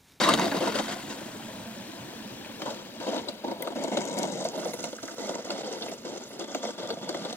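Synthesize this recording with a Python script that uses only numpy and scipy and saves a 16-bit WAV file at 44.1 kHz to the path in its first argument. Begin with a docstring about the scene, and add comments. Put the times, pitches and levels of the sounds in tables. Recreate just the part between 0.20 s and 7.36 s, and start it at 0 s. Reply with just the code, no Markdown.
"""A child's electric toy tractor pushes a plastic snow blade along a wet, slushy street.
It starts close to the microphone and drives away. The blade sticks, slips and knocks over the
asphalt, grinding grit and crushing slush; hard wheels rumble in the hollow shell and throw up spray.
The microphone's two ports hear it with a reflection off a nearby surface, the street faint behind."""
import sys
import numpy as np
from scipy import signal
from scipy.io import wavfile
from scipy.ndimage import uniform_filter1d

SR = 44100
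rng = np.random.default_rng(int(sys.argv[2]) if len(sys.argv) > 2 else 0)


def generate_wav(signal):
    """Clip the signal to [-1, 1] and save it as 16-bit WAV at the path in sys.argv[1]."""
    frames = np.transpose(np.atleast_2d(signal))
    scaled = np.clip(frames, -1, 1) * 32767
    pcm = np.round(scaled).astype(np.int16)
    wavfile.write(sys.argv[1], SR, pcm)


N = 315756
TIME = np.arange(N) / SR


def amp(db):
    """Decibels to gain."""
    return 10 ** (np.asarray(db) / 20)


def unit(x):
    """Scales to rms 1."""
    return x / np.sqrt(np.mean(x ** 2) + 1e-20)


def unit_peak(x):
    """Scales to peak 1."""
    return x / abs(x).max()


def spectrum_at(points, hz):
    """Reads a spectrum on a log-frequency axis."""
    freq_hz, value = np.transpose(points)
    return np.interp(np.log(hz + 1), np.log(freq_hz + 1), value)


def follow(rows, t=TIME):
    """The columns of a curve table at the times t."""
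    time_s, *columns = np.transpose(rows)
    return [np.interp(t, time_s, column) for column in columns]


def add(mix, start_s, sound):
    """Mixes a sound in at start_s."""
    part = mix[max(round(start_s * SR), 0):][:len(sound)]
    part += sound[:len(part)]


def colour(x, spectrum, size=2048):
    """Causal filter with the given spectrum, so clicks keep their attack."""
    log_gain = np.log(amp(spectrum_at(spectrum, abs(np.fft.fftfreq(size, 1 / SR)))))
    taps = np.fft.ifft(np.exp(np.conj(signal.hilbert(log_gain)))).real
    return signal.fftconvolve(x, taps)[:len(x)]


def mode(x, hz, width_hz):
    """One damped mode at a set pitch."""
    return signal.lfilter(*signal.iirpeak(hz, hz / width_hz, SR), x)


def resonate(x, hz, width_hz):
    """A resonance whose pitch can follow a curve, at rms 1."""
    turn = np.exp(2j * np.pi * np.cumsum(hz * np.ones(len(x))) / SR)
    pole = np.exp(-np.pi * width_hz / SR)
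    return unit((turn * signal.lfilter([1], [1, -2 * pole, pole * pole], x / turn)).real)


def steady(x, window_s):
    """Holds the slow level at 1 and keeps the fast grain."""
    power = uniform_filter1d(x ** 2, int(window_s * SR))
    power = uniform_filter1d(power, int(window_s * SR / 2))
    return x / np.sqrt(abs(power) + 1e-12)


def drift(count, step_s):
    """A slow random curve of spread about 1."""
    return np.interp(np.arange(count) / SR / step_s, np.arange(512), rng.standard_normal(512))


def clicks(per_s, spread_db):
    """Random clicks of either sign and uneven size."""
    size = amp(spread_db * np.minimum(rng.exponential(1, N), 4))
    return size * rng.choice([-1, 1], N) * (rng.random(N) < per_s / SR)


def surges(per_s, decay_s, base, rise_s=0.0023):
    """Pressure that builds quickly at uneven moments and dies away after each."""
    kicks = rng.uniform(0.66, 1, N) * (rng.random(N) < per_s / SR)
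    pressure = signal.lfilter([1], [1, -np.exp(-1 / (decay_s * SR))], kicks)
    return base + uniform_filter1d(pressure, 1 + int(2 * rise_s * SR))


# The street in the distance: freq_hz, gain_db
STREET_SPECTRUM = [(15, -35), (50, 3), (110, -7), (220, 29.5), (500, 14), (1000, -56), (3000, -38),
                   (8000, -31), (16000, -54)]

def street(level_db, stereo_width):
    """Faint far-off background, nearly the same at both ports."""
    common, side = (unit(colour(rng.standard_normal(N), STREET_SPECTRUM)) for _ in range(2))
    return amp(level_db) * (common + stereo_width * np.array([side, -side]))


def scattered(x, tail_db, tail_s, size=256):
    """Paths over road and fences change as the toy moves: a short tail and a different blur per port."""
    t = np.arange(SR // 2) / SR
    tail = rng.standard_normal(len(t)) * np.exp(-t / tail_s)
    x = x + amp(tail_db) * signal.fftconvolve(x, tail / np.linalg.norm(tail))[:N]
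    frames = signal.stft(x, SR, nperseg=size)[2]
    blurred = frames * np.exp(2j * np.pi * rng.random((2, *frames.shape)))
    return np.std(x) * unit(signal.istft(blurred, SR, nperseg=size)[1][:, :N])


# Echo off a surface beside the microphone, shifting with the angle: time_s, left_ms, right_ms
REFLECTION_DELAY = [(0, 1.52, 1.03), (1.1, 1.62, 1.17), (2.5, 1.76, 1.19), (3.0, 1.8, 1.25),
                    (4.1, 1.85, 1.27), (4.4, 1.9, 1.39), (5.15, 2.0, 1.44), (5.45, 1.91, 1.37),
                    (7.16, 1.9, 1.38)]
# Strength of that echo: freq_hz, left_gain, right_gain
REFLECTION_GAIN = [(196, 0.67, 0.61), (1170, 0.12, 0.55), (2900, 0.049, 0.16), (6500, 0.036, 0.52),
                   (14100, .02, 0.74)]
# The left port's lead and treble balance; the right port sounds muffled until about 4.2 s,
# then opens up: time_s, left_lead_samples, left_treble_db
PORT_BALANCE = [(0, 1.34, 14), (1.5, 3.25, 14), (4.1, 5.6, 17), (4.4, 4.14, -4.5), (7.16, 4.7, 5)]
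# Scattered sound against direct sound: freq_hz, gain_db
SCATTER_SPECTRUM = [(30, -51), (200, -35), (800, -13.5), (1500, -2), (4000, -6), (7000, -2.5), (14000, 2.5)]

def microphone(x, shade_hz, scatter_db, size=1024):
    """Each port hears the direct sound, a close reflection that combs it, and the scatter."""
    framing = dict(fs=SR, nperseg=size, noverlap=size * 3 // 4)
    hz, t, direct = signal.stft(x, **framing)
    diffuse = signal.stft(scattered(x, tail_db=-4.5, tail_s=0.015), **framing)[2]
    hz = hz[:, None]
    side = np.array([0.5, -0.5])[:, None, None]
    lead_samples, treble_db = follow(PORT_BALANCE, t)
    delay_ms = np.array(follow(REFLECTION_DELAY, t))[:, None]
    share = np.array([spectrum_at(np.array(REFLECTION_GAIN)[:, [0, port]], hz) for port in (1, 2)])
    bounce = share * np.exp(-2j * np.pi * hz * delay_ms / 1000)
    comb = 1 + bounce + 0.012 * bounce ** 2  # a weaker second bounce sharpens the peaks
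    arrival = np.exp(2j * np.pi * side * hz * lead_samples / SR)
    shade = amp(side * treble_db * hz / (hz + shade_hz))
    wet = amp(spectrum_at(SCATTER_SPECTRUM, hz) + scatter_db)
    centre = np.sqrt(abs((shade * arrival).mean(0)) ** 2 + wet ** 2 / 2)
    both = shade * comb * (direct * arrival + wet * diffuse) / centre  # the ports' sum keeps its colour
    return signal.istft(both, **framing)[1][:, :N]


# Puddles along the street: start_s, end_s, level_db
PUDDLES = [(0, 0.804, -52.5), (4.246, 4.726, -49.5), (4.656, 5.19, -55.5), (5.55, 5.776, -52.5),
           (5.995, 6.25, -62)]
# Fine droplets: freq_hz, gain_db
MIST_SPECTRUM = [(6000, -42), (9500, 13), (11500, 6), (16000, -3)]

def spray(gain_db, between_puddles_db):
    """Tiny droplets fizz off the wheels and the blade, swelling in each puddle."""
    level = np.full(N, amp(between_puddles_db))
    for start_s, end_s, level_db in PUDDLES:
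        swell = np.sin(np.linspace(0, np.pi, int((end_s - start_s) * SR)))
        add(level, start_s, amp(level_db) * swell)
    drops = surges(per_s=80, decay_s=0.005, base=0.7) * clicks(per_s=12000, spread_db=2)
    return amp(gain_db) * level * steady(colour(drops, MIST_SPECTRUM), window_s=0.29)


# The toy's hollow plastic shell: pitch_hz, width_hz, gain_db
SHELL_MODES = [(178.4, 92, -10.5), (224.1, 17, 2.5), (266.2, 30.6, 2.5), (342.5, 57, 3.5),
               (461, 35.3, -0.5), (498.5, 84, -2), (622, 130, -2.5), (673.7, 80, -1.5), (830, 128, -9),
               (952, 136, -4.5), (1035, 44, -5.5)]

def shell(force, wander_db=3.0, wander_s=0.04):
    """The body rings in damped modes; their shares change as the point of contact wanders."""
    out = np.zeros(len(force))
    for k, (pitch_hz, width_hz, gain_db) in enumerate(SHELL_MODES):
        share = amp(wander_db * drift(len(force), wander_s))
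        out += (-1) ** k * amp(gain_db) * mode(force * share, pitch_hz, width_hz)
    return out


# The wheels fade with distance from the microphone: time_s, gain_db
WHEEL_FADE = [(0, 2.5), (.85, -3), (1.85, -4.5), (2.3, -5), (2.7, -8.5), (4.3, -12.5), (6.0, -14.5),
              (7.16, -15)]
# Rumble in the shell and hiss of wet treads: freq_hz, gain_db
RUMBLE_SPECTRUM = [(30, -32), (70, -4.5), (125, 2.5), (165, -8), (220, -5), (330, -10.5), (450, -13),
                   (650, -11), (1000, -16.5), (2000, -23), (6000, -28)]
TREAD_SPECTRUM = [(400, -2.5), (1000, 6), (2000, 4.5), (2700, 4), (3800, 3.5), (5000, -4.5), (8000, -7.5),
                  (11000, -13.5), (16000, -10.5)]

def wheels(rumble_db, hiss_db):
    """Hard treads patter on the asphalt, drum in the shell and peel off the water film."""
    patter = surges(per_s=39, decay_s=0.0098, base=0.64) * clicks(per_s=3000, spread_db=-1.0)
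    rumble = steady(colour(shell(patter), RUMBLE_SPECTRUM), window_s=0.074)
    hiss = steady(colour(clicks(per_s=16000, spread_db=2.2), TREAD_SPECTRUM), window_s=0.15)
    return amp(follow(WHEEL_FADE)[0]) * (amp(rumble_db) * rumble + amp(hiss_db) * hiss)


# Ice grains and drops snap on the road: start_s, level_db, pitch_hz
ICE_SNAPS = [(0.09, -20, 9000), (3.854, -29, 6950), (3.9696, -39, 8500), (4.245, -33, 9000),
             (6.892, -37, 9500), (3.423, -25, 12400), (3.6387, -28.5, 6400), (3.988, -23.5, 7300),
             (4.0315, -22.5, 6300), (4.5397, -28, 9000), (4.6301, -32, 7040), (4.642, -30, 9100),
             (5.249, -37, 7000), (5.093, -30.5, 6200), (5.475, -37, 6000), (5.526, -36, 6800),
             (6.1963, -33, 6500), (6.4515, -35, 6850), (6.674, -35, 7000)]
# Loose plastic parts clack on the toy: start_s, level_db, pitch_hz
PLASTIC_CLACKS = [(0.058, -19, 1040), (0.1, -14.5, 1040), (0.318, -19, 1440), (0.592, -20, 850),
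                  (2.2468, -29.5, 2370), (2.978, -25.5, 3420), (4.4284, -30, 1330), (4.784, -30, 1430),
                  (4.8798, -27, 1400), (5.6216, -23, 3500), (5.6826, -30.5, 2390)]

def ticks(table, gain_db, decay_s, q):
    """Snaps or clacks: short bursts, each ringing round its own pitch."""
    out, t = np.zeros(N), np.arange(1024) / SR
    for start_s, level_db, pitch_hz in table:
        burst = rng.standard_normal(len(t)) * np.exp(-t / decay_s)
        ring = signal.iirpeak(pitch_hz, q, SR)
        tick = signal.lfilter(*ring, signal.lfilter(*ring, burst))
        add(out, start_s, amp(level_db + gain_db) * unit_peak(tick))
    return out


# Slush crushed under the blade: freq_hz, gain_db
SLUSH_SPECTRUM = [(2500, -60), (4300, -24), (5000, -2), (6900, 5.5), (7900, 0), (8800, -5), (10300, -27),
                  (16000, -48)]

def ice_crackle(slush_level, gain_db, per_s):
    """Small ice grains burst at random wherever the blade crushes slush."""
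    return amp(gain_db) * slush_level * unit(colour(clicks(per_s, spread_db=4.0), SLUSH_SPECTRUM))


def passing_lumps(x, patch_db, size=256):
    """Stones and lumps of all sizes pass: the colour shifts from moment to moment."""
    frames = signal.stft(x, SR, nperseg=size)[2]
    patch_shape = np.outer(np.hanning(9), np.hanning(11))
    patches = unit(signal.convolve2d(rng.standard_normal(frames.shape), patch_shape, "same"))
    return signal.istft(frames * amp(patch_db * patches), SR, nperseg=size)[1][:N]


def without_deep_bass(x, low_cut_hz=118):
    """Cuts away the deep bass below low_cut_hz."""
    return signal.sosfilt(signal.butter(4, low_cut_hz, "high", fs=SR, output="sos"), x)


# The stiff plastic blade: pitch_hz, width_hz, gain_db
BLADE_MODES = [(1211, 26, -1), (1454, 185, 0.5), (2022, 93, 5), (2166, 64, 3.5), (2744, 170, -0.5),
               (3144, 76, 2), (3410, 82, -4.5), (3770, 100, 2), (4490, 78, 0), (6400, 330, -12)]

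def blade_ring(x, ring_db, wander_db=3, wander_s=0.22):
    """The blade adds its ring; each mode swells and fades as the contact moves along the edge."""
    ring = np.zeros(len(x))
    for pitch_hz, width_hz, gain_db in BLADE_MODES:
        swell_db = wander_db * drift(len(x), wander_s)
        ring += amp(gain_db + ring_db + swell_db) * mode(x, pitch_hz, width_hz)
    return x + ring


# The blade bites into the street and scrapes along: start_s, end_s, force_db
BITES = [(0.0, 0.154, -25), (0.17, 0.193, -30), (0.188, 0.284, -25), (0.341, 0.389, -28),
         (0.404, 0.507, -27.5), (0.541, 0.605, -30), (0.681, 0.744, -36), (0.899, 0.931, -38),
         (2.394, 2.602, -43.5), (2.455, 2.53, -37), (2.738, 2.803, -49), (2.8, 2.865, -37),
         (2.864, 2.998, -32.5), (3.074, 3.112, -39.5), (3.238, 3.328, -34), (3.404, 3.484, -37.5),
         (3.502, 3.538, -36.5), (3.556, 3.657, -32), (3.673, 3.687, -32), (3.716, 3.82, -31),
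         (3.81, 3.975, -34.5), (3.972, 4.063, -31), (4.072, 4.296, -35), (4.332, 4.509, -35.5),
         (4.587, 4.692, -39), (4.823, 4.944, -42.5), (4.981, 5.156, -37), (5.182, 5.2, -36.5),
         (5.244, 5.3, -40.5), (5.287, 5.42, -36), (5.433, 5.59, -36.5), (5.61, 5.741, -37.5),
         (5.846, 5.979, -37.5), (6, 6.039, -42), (6.104, 6.197, -44.5), (6.192, 6.248, -36.5),
         (6.277, 6.425, -41.5), (6.422, 6.509, -36.5), (6.578, 6.745, -37), (6.771, 6.792, -40.5),
         (6.814, 7.113, -38.5)]
USUAL_FORCE_DB = -36

def blade_force(rise_s, release_s, sag_db, drag_db, drag_s):
    """The blade bites at once, eases, lets go, and drags on ever more lightly until the next bite."""
    force = np.zeros(N)
    for start_s, end_s, force_db in BITES:
        first, length_s = round(start_s * SR), end_s - start_s
        t = TIME[:N - first][:2 * SR]
        after_s = np.maximum(t - length_s, 0)
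        hold = np.minimum(t / rise_s, 1) * amp(force_db + sag_db * np.maximum(1 - t / length_s, 0))
        release = np.maximum(np.exp(-after_s / release_s), amp(drag_db) * np.exp(-after_s / drag_s))
        part = force[first:][:len(t)]
        part[:] = np.maximum(part, hold * release)
    return force


# Notes of the rubbing edge, at the usual force: start_s, end_s, pitch_hz, width_hz, level_db
SINGING_NOTES = [(0.05, 0.116, 1046, 130, -37.5), (2.455, 2.498, 970, 170, -37.5),
                 (2.8, 4.076, 949, 69, -51.5), (3.554, 4.06, 2160, 130, -58), (6.192, 7.0, 3400, 250, -55),
                 (6.19, 7.12, 1187, 80, -55)]

def blade_singing(force, fade_s, growth=0.81):
    """Single modes of the blade ring on while the edge rubs, louder under more force."""
    out = np.zeros(N)
    for start_s, end_s, pitch_hz, width_hz, level_db in SINGING_NOTES:
        t = np.arange(0, end_s - start_s, 1 / SR)
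        fade = np.clip(np.minimum(t, t[-1] - t) / fade_s, 0, 1)
        rubbing = rng.standard_normal(2 * SR)[:len(t)]
        add(out, start_s, amp(level_db) * fade * resonate(rubbing, pitch_hz, width_hz))
    return out * (force / amp(USUAL_FORCE_DB)) ** growth


# The road under the blade, at the usual force: time_s, grit_db, slush_db
ROAD_SURFACE = [(0, -35.5, -49), (.3, -45, -63), (.48, -43.5, -56), (.62, -38.5, -50.5), (1.0, -42, -51.5),
                (2.4, -43, -53), (2.95, -45.5, -53.5), (3.35, -53, -62.5), (3.8, -48.5, -45.5),
                (4.28, -48.5, -44.5), (4.32, -47.5, -53), (4.65, -45.5, -45.5), (5.3, -44.5, -51),
                (5.95, -48, -50), (6.07, -45, -48.5), (6.2, -47.5, -52), (6.47, -47, -45.5),
                (6.62, -45, -55.5), (6.79, -50.5, -53.5), (6.9, -47, -51), (7.16, -41.5, -49.5)]

def scrape_levels(force, grit_growth=0.78, slush_growth=0.55):
    """Judder follows the force; grit and slush grow more slowly and depend on the road."""
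    grit_db, slush_db = follow(ROAD_SURFACE)
    load = force / amp(USUAL_FORCE_DB)
    return np.array([force, amp(grit_db) * load ** grit_growth, amp(slush_db) * load ** slush_growth])


# Shell judder and grit, close to the microphone and farther down the street: freq_hz, gain_db
JUDDER_CLOSE = [(40, -12), (110, -5), (200, 0), (370, 6), (700, 6), (1080, -5), (1500, -14), (2500, -5),
                (6000, -21)]
GRIT_CLOSE = [(300, -9), (800, -1), (920, 6), (1050, 9), (1200, 2), (1450, 3), (2100, -2), (2600, -4.5),
              (3800, -1.5), (4750, -2), (5300, -5), (9000, -15), (16000, -44)]
JUDDER_FAR = [(40, -31), (110, -33), (190, 0), (700, 1), (950, -2), (1120, -21.5), (2500, -8), (6000, -24)]
GRIT_FAR = [(300, -43), (800, 10), (1150, 10), (1500, 4), (1850, 6), (2200, -1.5), (2600, -1), (3300, 3),
            (4100, 1.5), (4700, 0.5), (5500, -2), (8000, -7), (10000, -10), (16000, -31)]
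# The blade's hollow resonance shifts as it tilts and bends: time_s, pitch_hz
HOLLOW_PITCH = [(2.4, 564), (3.8, 600), (3.88, 508), (4.01, 660), (4.12, 500), (4.24, 636), (5.03, 450),
                (5.08, 600), (5.12, 517), (5.71, 480), (5.81, 600), (5.85, 480), (7.11, 616), (7.15, 496)]
# The shell booms under a heavy load, relative to its judder: time_s, level_db
SHELL_BOOM = [(0, -10.5), (2.9, -19), (3.5, -23), (3.8, -7.5), (4.6, -7.5), (5.1, -24), (6.1, -28),
              (6.9, -4)]

def blade_scrape(levels, judder_spectrum, grit_spectrum, judder_db, hollow_db, grit_db, slush_db):
    """The edge sticks and slips; each slip shakes the shell, grinds grit and crushes slush."""
    slips = surges(per_s=90, decay_s=0.007, base=0.3)
    shake = (slips + 0.67) * clicks(per_s=2200, spread_db=1.0)
    hollow = resonate(slips * clicks(per_s=1000, spread_db=1.0), follow(HOLLOW_PITCH)[0], width_hz=182)
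    boom = resonate(slips * clicks(per_s=2700, spread_db=-5.0), hz=200, width_hz=60)
    body = unit(colour(shell(shake), judder_spectrum))
    judder = steady(body + amp(hollow_db) * hollow + amp(follow(SHELL_BOOM)[0]) * boom, window_s=0.026)
    grit = colour((slips + 1.35) * clicks(per_s=4500, spread_db=2.5), grit_spectrum)
    grit = steady(blade_ring(passing_lumps(grit, patch_db=0.15), ring_db=2), window_s=0.05)
    slush = colour((slips + 0.22) * clicks(per_s=1200, spread_db=1.5), SLUSH_SPECTRUM)
    slush = steady(blade_ring(passing_lumps(slush, patch_db=1.0), ring_db=-4), window_s=0.067)
    return without_deep_bass(amp([judder_db, grit_db, slush_db]) @ (levels * [judder, grit, slush]))


# The blade hits a bump in the street and drops: start_s, thud_db, crack_db, pitch_hz
BUMPS = [(0.087, -7.5, -12, 676), (0.136, -7.5, -13, 404), (0.193, -13, -16.5, 935), (0.314, -15, -21, 400),
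         (0.342, -18, -32, 340), (0.421, -10, -27, 350), (0.47, -9.5, -42, 370), (0.554, -18.5, -20, 330),
         (0.591, -11, -29, 716), (2.417, -20, -24, 394), (2.469, -17, -40, 790), (2.874, -14.5, -36, 550),
         (2.928, -16, -38, 623), (2.962, -14, -28, 674), (3.084, -19, -26, 310), (3.241, -20, -40, 560),
         (3.279, -16, -35, 330), (3.313, -17.5, -33, 556), (3.422, -20, -30.5, 395),
         (3.471, -14.5, -28.5, 636), (3.641, -16, -27, 650), (3.716, -16.5, -44, 350),
         (3.77, -11.5, -23, 610), (4.034, -14.5, -32, 550), (4.21, -19, -38, 620), (4.248, -13, -31, 596),
         (4.375, -17, -36, 645), (4.452, -14.5, -41, 580), (4.533, -18.5, -28.5, 450),
         (4.638, -19.5, -24, 527), (4.727, -20.5, -34, 390), (4.831, -22.5, -33, 358),
         (5.09, -16.5, -26, 590), (5.152, -16, -33, 560), (5.302, -16.5, -23, 532),
         (6.207, -18.5, -31.5, 560), (6.346, -13.5, -21.5, 600), (6.434, -18, -34, 490),
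         (6.45, -19, -30.5, 650), (6.484, -24, -42, 650), (6.702, -16.5, -26, 570), (6.89, -16, -25, 400),
         (6.943, -15.5, -29, 680), (7.047, -18.5, -29, 335), (7.125, -19.5, -31, 480)]
# The crack of its edge: freq_hz, gain_db
CRACK_SPECTRUM = [(400, -10), (1200, 7.5), (2100, -1.5), (3300, 4), (4800, -0.5), (7000, -1.5), (9000, -3),
                  (11000, -19), (16000, -13)]

def blade_knocks(thud_gain_db, crack_gain_db, rattle_s, crack_s, note_db, note_s, push_db, push_s):
    """Each bump or bite gives a sharp push, a short hollow note, a dying rattle and a crack."""
    thuds, cracks, t = np.zeros(N), np.zeros(N), np.arange(4096) / SR
    knock_delay_s = 0.002  # thud and crack sound this long after the listed time
    # the edge catches just after each bite; same columns as BUMPS
    catches = [(start_s + 0.006, force_db + 10.5, force_db - 6.5, 560) for start_s, _, force_db in BITES]
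    push = (1 - t / push_s) * np.exp(-t / push_s)
    for start_s, thud_db, crack_db, pitch_hz in BUMPS + catches:
        rattle, grain = rng.standard_normal((2, len(t)))
        impulse = t == 0
        body = shell(0.069 * rattle * np.exp(-t / rattle_s) + impulse)
        note = np.sin(2 * np.pi * pitch_hz * t) * np.exp(-t / note_s)
        thud = colour(unit_peak(body) + amp(note_db) * note + amp(push_db) * push, JUDDER_FAR)
        snap = grain * abs(grain) * np.exp(-t / crack_s) + 6 * impulse
        crack = blade_ring(colour(snap, CRACK_SPECTRUM), ring_db=8.0)
        add(thuds, start_s + knock_delay_s, amp(thud_db + thud_gain_db) * unit_peak(thud))
        add(cracks, start_s + knock_delay_s, amp(crack_db + crack_gain_db) * unit(crack))
    return without_deep_bass(thuds) + passing_lumps(cracks, patch_db=4.5)


def scene():
    """The tractor ploughs off down the street, away from the microphone."""
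    tractor = wheels(rumble_db=-37.5, hiss_db=-44.5) + spray(gain_db=-10.0, between_puddles_db=-60.5)
    force = blade_force(rise_s=0.00031, release_s=0.0039, sag_db=1.0, drag_db=-8.0, drag_s=0.18)
    levels = scrape_levels(force)
    close = TIME < 1.8  # the first heap of snow is pushed aside close by
    tractor += blade_scrape(levels * close, JUDDER_CLOSE, GRIT_CLOSE,
                            judder_db=-1, hollow_db=-17, grit_db=1.24, slush_db=-3.7)
    tractor += blade_scrape(levels * ~close, JUDDER_FAR, GRIT_FAR,
                            judder_db=0, hollow_db=-7, grit_db=-2.5, slush_db=-4.5)
    tractor += blade_singing(force, fade_s=0.0097)
    hits = ice_crackle(slush_level=levels[2], gain_db=-10.5, per_s=57)
    hits += blade_knocks(thud_gain_db=-7.5, crack_gain_db=-25.0, rattle_s=0.0097, crack_s=0.0045,
                         note_db=-5.5, note_s=0.0048, push_db=-6.5, push_s=0.00042)
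    hits += ticks(ICE_SNAPS, gain_db=0.5, decay_s=0.0012, q=1.65)
    hits += ticks(PLASTIC_CLACKS, gain_db=-7.0, decay_s=0.011, q=2.4)
    heard = microphone(tractor, shade_hz=8550, scatter_db=-0.5)
    heard += microphone(hits, shade_hz=8550, scatter_db=-2.0)
    return heard + street(level_db=-53.5, stereo_width=0.12)


def record(dry):
    """The recorder's band limit cuts the highest treble."""
    low_pass = signal.firwin(511, cutoff=15950, window=("kaiser", 9), fs=SR)
    return signal.oaconvolve(dry, low_pass[None], "same")


dry = scene()
out = record(dry)
generate_wav(out)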